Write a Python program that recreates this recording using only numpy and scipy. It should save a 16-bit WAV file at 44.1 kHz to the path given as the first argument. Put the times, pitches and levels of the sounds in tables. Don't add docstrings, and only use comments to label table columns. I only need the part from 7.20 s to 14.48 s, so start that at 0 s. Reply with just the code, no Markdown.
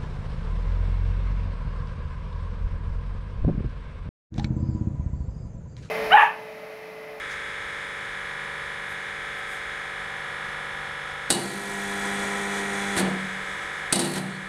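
import sys
import numpy as np
from scipy import signal
from scipy.fft import rfft, irfft
from scipy.io import wavfile
from scipy.ndimage import uniform_filter1d

SR = 44100
rng = np.random.default_rng(int(sys.argv[2]) if len(sys.argv) > 2 else 0)


def master_out(mix):
    frames = np.transpose(np.atleast_2d(mix))
    ceiling = np.clip(frames, -1, 1)
    pcm = np.round(ceiling * 32767).astype(np.int16)
    wavfile.write(sys.argv[1], SR, pcm)


N = 321048

SHAFT_HZ, MAINS_HZ = 24.618, 49.975
# on_s, off_s, buzz_db, whirr_db, chatter_db
RUNS = [(4.093, 5.803, 1.2, -1.2, 5), (6.72, 6.981, -.5, -4, 11)]


def pump(drift=0.23, flutter=0.08, wander_turns=0.00025):
    t = seconds()
    gains = pump_harmonics()
    cycle = pump_turn(gains)
    turns = SHAFT_HZ * t + wander_turns * walk(2.95)
    reflections = sum(share * walk(rate_hz) * repeat(one_cycle(gains), turns)
                      for share, rate_hz in [(drift, .6), (drift, 1.1), (flutter, 9)])
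    return pump_effort(t) * (repeat(cycle, turns) + reflections)


def pump_harmonics(scatter_db=3.5, even_db=1.3, count=620):
    # shaft_multiple, level_db
    strong_lines = [(6, -55), (8, -59), (16, -60), (18, -56.5), (22, -56.5), (23, -54.5), (32, -54.5),
                    (40, -53.5), (52, -61), (53, -49.5), (54, -53.5), (55, -56), (59, -48), (61, -56.5),
                    (63, -48.5), (66, -49.5), (67, -47.5), (68, -48), (69, -47.5), (71, -46.5), (72, -47.5),
                    (73, -57.5), (75, -49.5), (77, -52), (78, -47), (83, -57), (84, -51), (86, -51.5),
                    (87, -47), (93, -53)]
    # shaft_multiple, level_db
    whine_lines = [(124, -63), (136, -54.5), (142, -65), (152, -62), (173, -75), (175, -76), (179, -67),
                   (201, -68), (203, -69.5), (209, -69), (213, -69), (221, -68.5), (260, -79), (262, -67.5),
                   (264, -91), (276, -83), (278, -72), (302, -72), (373, -73), (382, -83), (402, -70)]
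    # pitch_hz, level_db
    clatter_spectrum = [(100, -81), (270, -67), (450, -56), (680, -64), (950, -59), (1120, -62),
                        (1400, -59.5), (1900, -57), (2350, -57.5), (2750, -69), (3500, -63), (3850, -65),
                        (4400, -88.5), (10000, -80), (12000, -102)]
    k = np.arange(1, count + 1)
    uneven_db = scatter_db * (rng.standard_normal(count) - 0.5) + even_db * (-1) ** k
    clatter = spectrum_at(k * SHAFT_HZ, clatter_spectrum) * undb(uneven_db)
    return harmonics([*strong_lines, *whine_lines], clatter)


def pump_turn(gains, stroke_db=0.9, knock_hz=1690, knock_width_hz=85, knock_share=0.68):
    k = np.arange(1, len(gains) + 1)
    cycle = one_cycle(gains)
    size = len(cycle)
    angle = 2 * np.pi * np.arange(size) / size
    phases = np.angle(rfft(cycle * undb(stroke_db * np.cos(2 * angle))))[k]
    phases *= 1 - knock_share * np.exp(-((k * SHAFT_HZ - knock_hz) / knock_width_hz) ** 2)
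    return irfft(np.r_[0, gains * np.exp(1j * phases)], size) * size / np.sqrt(2)


def pump_effort(t, idle_db=-0.1, loaded_db=1.5, lag_s=1.5):
    demand = sum(powered(t, on, off) for on, off, *_ in RUNS)
    step = 1 / (lag_s * SR)
    pressure = signal.lfilter([step], [1, step - 1], demand)
    return undb(idle_db + (loaded_db - idle_db) * pressure)


def drive():
    t = seconds()
    buzz_gain, whirr_gain, chatter_gain = drive_levels(t)
    pull = np.cos(2 * np.pi * 2 * MAINS_HZ * t)
    buzz = iron_buzz(t)
    covers = cover_rattle(t, pull)
    whirr = whirr_gain * gear_whirr(buzz_gain * pull)
    return buzz_gain * (buzz + covers) + hall_hang(buzz, t) + whirr + chatter_gain * armature(t)


def drive_levels(t, coast_db=-5, coast_db_per_s=9, seat_db_per_s=15,
                 scrape_whirr_db=8.5, scrape_chatter_db=10):
    buzz = whirr = chatter = 0
    for on, off, buzz_db, whirr_db, chatter_db in RUNS:
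        current = powered(t, on, off)
        coasting = (t > off) * (1 - current) * undb(coast_db - coast_db_per_s * np.maximum(t - off, 0))
        turning = undb(whirr_db) * (current + coasting)
        seating = undb(chatter_db - seat_db_per_s * np.maximum(t - on, 0)) * current
        scrape = np.exp(-.5 * ((t - off + 0.013) / 0.018) ** 2)
        buzz = buzz + undb(buzz_db) * current
        whirr = np.maximum(whirr, np.maximum(turning, undb(scrape_whirr_db) * scrape))
        chatter = chatter + np.maximum(seating, undb(scrape_chatter_db) * scrape)
    return buzz, whirr, chatter


def powered(t, on, off, attack_s=0.013, release_db_per_s=252):
    return np.clip((t - on) / attack_s, 0, 1) * undb(-release_db_per_s * np.maximum(t - off, 0))


def iron_buzz(t, waver=0.15, floor_db=-65.5, count=40):
    # multiple_of_twice_mains, level_db
    buzz_lines = [(2, -37.5), (3, -50), (4, -40.5), (5, -50), (7, -47), (8, -43.5), (9, -51.5), (10, -48.5),
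                  (11, -53), (13, -49), (14, -47.5), (17, -45.2), (18, -52), (19, -41), (20, -47),
                  (21, -49.5), (22, -70), (23, -47), (24, -50.7), (26, -56), (34, -49.5), (40, -56.5)]
    gains = harmonics(buzz_lines, np.full(count, undb(floor_db)))
    pulls = 2 * MAINS_HZ * t
    return repeat(one_cycle(gains), pulls) + waver * walk(7) * repeat(one_cycle(gains), pulls)


def cover_rattle(t, pull, pulsing=0.51, looseness=0.46):
    # pitch_hz, width_hz, density_db
    cover_bands = [(6070, 130, -80), (6790, 75, -73), (8540, 146, -70), (9180, 470, -79), (11800, 200, -93),
                   (12500, 230, -91)]
    regular = repeat(rng.standard_normal(int(SR / MAINS_HZ)), MAINS_HZ * t)
    shake = regular + looseness * rng.standard_normal(N)
    return bands(shake * (1 + pulsing * pull), cover_bands)


def gear_whirr(pull, pulsing=0.12, flicker_db=1.2):
    # pitch_hz, density_db
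    whirr_spectrum = [(130, -76), (300, -68), (550, -69), (1100, -80.5), (1400, -67), (2000, -70.5),
                      (2700, -79.5), (3500, -75), (4800, -83), (6500, -79), (9500, -83.5), (11000, -88.5),
                      (13000, -101), (15000, -110)]
    # pitch_hz, width_hz, density_db
    housing_bands = [(983, 47, -61), (3394, 120, -74), (7940, 150, -74.5)]
    whirr = noise(whirr_spectrum) + bands(rng.standard_normal(N), housing_bands)
    return whirr * (1 + pulsing * pull) * undb(flicker_db * walk(17))


def armature(t, lag_cycles=.65, decay_cycles=0.42, uneven_db=0.5):
    # pitch_hz, density_db
    tick_spectrum = [(1000, -100), (4000, -72.5), (7000, -85), (9300, -73), (11000, -77.5), (12700, -84),
                     (15500, -101)]
    since_tick = (MAINS_HZ * t - lag_cycles) % 1
    envelope = np.exp(-since_tick / decay_cycles) / np.sqrt(2 * decay_cycles)
    return noise(tick_spectrum) * envelope * undb(-uneven_db * walk(40))


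def blows(crack_db=14, near_db=3, near_t60_s=0.12, hall_db=-13, hall_t60_s=0.84,
          steel_db=-23, frame_db=-23, boom_db=2, boom_t60_s=0.65, swell_s=0.002):
    # start_s, clack_db, thud_db, contact_s, thud_tilt_db_per_octave
    strikes = [(4.1026, 3.5, -2.5, 0.0045, 6), (4.1085, -0.5, -20, 0.0036, -1),
               (4.124, -4.5, -3, 0.0047, -1.5), (4.147, -9.5, -4.5, .008, -2),
               (5.765, -17.5, -7, .005, 3.5), (5.775, -16, -8, .006, 0), (5.786, -16.5, -7.5, 0.0028, 1.5),
               (5.801, -20, -16, 0.0058, -5), (5.828, -42, -9.5, .01, -5), (6.7247, 2.5, 0.5, 0.0056, 2),
               (6.7289, 1, -12, 0.0022, 0), (6.7565, -2.5, -0.5, .006, 6), (6.7914, -1, -7, 0.01, 6),
               (6.815, -11, -7.5, .008, 1), (6.842, -9.5, -4, 0.021, -7), (6.936, -17.5, -14, .008, 0),
               (6.9575, -20, -12, 0.0072, -12.5), (6.979, -18, -7, 0.005, -3.5)]
    # pitch_hz, density_db
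    crack_spectrum = [(70, -74), (200, -48.5), (500, -60), (1100, -63.5), (1600, -58), (2400, -64),
                      (3100, -60.5), (4300, -54), (5400, -64), (7000, -61.5), (8700, -52), (9700, -56),
                      (11500, -68), (15500, -89)]
    # pitch_hz, level_db, t60_s
    steel_modes = [(2100, -16, 0.38), (2915, -7.5, 0.33), (3460, -19, 0.28), (3903, 2.5, 0.16),
                   (4060, -14.5, 1), (4410, -13.5, 0.86), (4540, -11, 0.5), (7897, -16, 0.18),
                   (8430, -14, 0.27), (9000, -23, 0.31), (9300, -15, 0.24), (9700, -11, 0.27)]
    # pitch_hz, level_db, t60_s
    frame_modes = [(131.2, -11.5, 0.93), (154.3, -7, 1.08), (190.1, -1.5, 1.09), (209, -5, 0.45),
                   (255, -6.5, 0.68), (343.5, -1.5, 0.82), (355.3, -0.5, 0.53), (476.4, -14.5, 0.7),
                   (564, -15.5, 0.66), (636, -15, 0.51), (712, -18.5, 0.94), (785, -15, 0.55)]
    # pitch_hz, density_db
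    boom_spectrum = [(40, -100), (115, -81), (160, -49), (350, -53.5), (500, -55.5), (800, -54.5),
                     (1200, -63), (3000, -67.5), (8000, -110)]
    out, t = np.zeros(N + 2 * SR), np.arange(SR) / SR
    near = undb(near_db) * fade(t, near_t60_s)
    hall = undb(hall_db) * fade(t, hall_t60_s)
    for start_s, clack_db, thud_db, contact_s, tilt_db in strikes:
        direct = undb(crack_db) * np.exp(-t / contact_s) * np.sqrt(0.0017 / contact_s)
        crack = noise(crack_spectrum, size=SR) * np.sqrt(direct ** 2 + near ** 2 + hall ** 2)
        steel = undb(steel_db) * ring(steel_modes, t, detune=0.0047)
        frame = undb(frame_db) * ring(frame_modes, t, tilt_db)
        boom = undb(boom_db) * noise(boom_spectrum, size=SR) * fade(t, boom_t60_s)
        clack = undb(clack_db) * (crack + steel) * (1 - np.exp(-10 * t / contact_s))
        thud = undb(thud_db) * (frame + boom) * (1 - np.exp(-t / swell_s))
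        start = int(start_s * SR)
        out[start:start + SR] += clack + thud
    return out[:N]


def hall_hang(buzz, t, level_db=-1, fall_db_per_s=60, top_hz=450):
    low = signal.sosfilt(signal.butter(2, top_hz, fs=SR, output="sos"), buzz)
    tails = 0
    for on, off, buzz_db, *_ in RUNS:
        released = (t > off) * (1 - powered(t, on, off))
        tails = tails + released * undb(buzz_db - fall_db_per_s * np.maximum(t - off, 0))
    return undb(level_db) * tails * low


def rustles(width_hz=4500):
    # peak_s, level_db, spread_s, pitch_hz
    scuffs = [(0.122, -48, 0.016, 5500), (.125, -63, .015, 9500), (1.715, -55, .02, 9500),
              (2.188, -59, .02, 9500), (2.33, -52, 0.038, 8500)]
    out = np.zeros(N)
    for peak_s, db, spread_s, hz in scuffs:
        scuff = resonate(resonate(rng.standard_normal(N), hz, width_hz), hz, width_hz)
        envelope = np.exp(-.5 * ((seconds() - peak_s) / spread_s) ** 2)
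        out += undb(db) * scuff / scuff.std() * envelope
    return out


def workshop_air(flicker_db=0.5):
    # pitch_hz, density_db
    air_spectrum = [(20, -86), (40, -71), (130, -77), (260, -85), (600, -86.5), (1050, -80), (1700, -73.5),
                    (2200, -79), (2700, -83.5), (3600, -81), (4400, -92.5), (9800, -98), (12000, -108),
                    (15500, -118)]
    # pitch_hz, width_hz, density_db
    duct_bands = [(769, 55, -70.5), (1300, 80, -69)]
    # time_s, level_db
    swell = [(1.6, -7), (2.1, 1.5)]
    draught = undb(np.interp(seconds(), *np.transpose(swell)))
    duct = draught * bands(rng.standard_normal(N), duct_bands)
    return noise(air_spectrum) * undb(flicker_db * walk(15)) + duct


def undb(db):
    return 10 ** (np.asarray(db) / 20)


def seconds():
    return np.arange(N) / SR


def fade(t, t60_s):
    return np.exp(-np.log(1000) * t / t60_s)


def spectrum_at(hz, points):
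    pitch_hz, db = np.transpose(points)
    return undb(np.interp(np.log(np.maximum(hz, 1)), np.log(pitch_hz), db))


def noise(points, size=N):
    hz = np.arange(size // 2 + 1) * SR / size
    return irfft(rfft(rng.standard_normal(size)) * spectrum_at(hz, points), size) * np.sqrt(SR / 2)


def resonate(x, hz, width_hz):
    return signal.lfilter(*signal.iirpeak(min(hz, SR / 2 - 1), max(hz / width_hz, 1), SR), x)


def bands(x, resonances):
    return sum(undb(db) * resonate(resonate(x, hz, 1.48 * width), hz, 1.48 * width)
               for hz, width, db in resonances) * np.sqrt(SR / 2)


def walk(rate_hz):
    hold = int(SR / rate_hz)
    steps = np.repeat(rng.standard_normal(N // hold + 1), hold)
    return np.sqrt(2) * uniform_filter1d(uniform_filter1d(steps, hold), hold)[:N]


def one_cycle(gains, size=8192):
    lines = gains * np.exp(2j * np.pi * rng.random(len(gains)))
    return irfft(np.r_[0, lines], size) * size / np.sqrt(2)


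def repeat(cycle, turns):
    return np.interp(turns % 1 * len(cycle), np.arange(len(cycle) + 1), np.r_[cycle, cycle[0]])


def harmonics(lines, base):
    gains = np.array(base)
    for k, db in lines:
        gains[int(round(k)) - 1] = undb(db)
    return gains


def ring(modes, t, tilt_db=0, detune=0, pivot_hz=250):
    hz, db, t60_s = np.transpose(modes)[:, :, None]
    hz = hz * (1 + detune * rng.standard_normal(hz.shape))
    gain = undb(db + tilt_db * np.log2(hz / pivot_hz))
    return np.sum(gain * np.sin(2 * np.pi * hz * t) * fade(t, t60_s), axis=0)


def gain_control(x, threshold_db=-18, release_db_per_s=10.5, slope=0.74, window_s=0.0053):
    power = uniform_filter1d(x ** 2, int(window_s * SR))
    level_db = 10 * np.log10(np.maximum(power, 1e-12))
    duck_db = slope * np.maximum(level_db - threshold_db, 0)
    creep_db = release_db_per_s * seconds()
    return x * undb(creep_db - np.maximum.accumulate(duck_db + creep_db, axis=-1))


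def scene():
    return (pump() + workshop_air() + drive() + blows() + rustles())[None]


def record(dry):
    low_pass = signal.ellip(10, .2, 70, 15750, fs=SR, output="sos")
    return signal.sosfilt(low_pass, gain_control(dry))


dry = scene()
out = record(dry)
master_out(out)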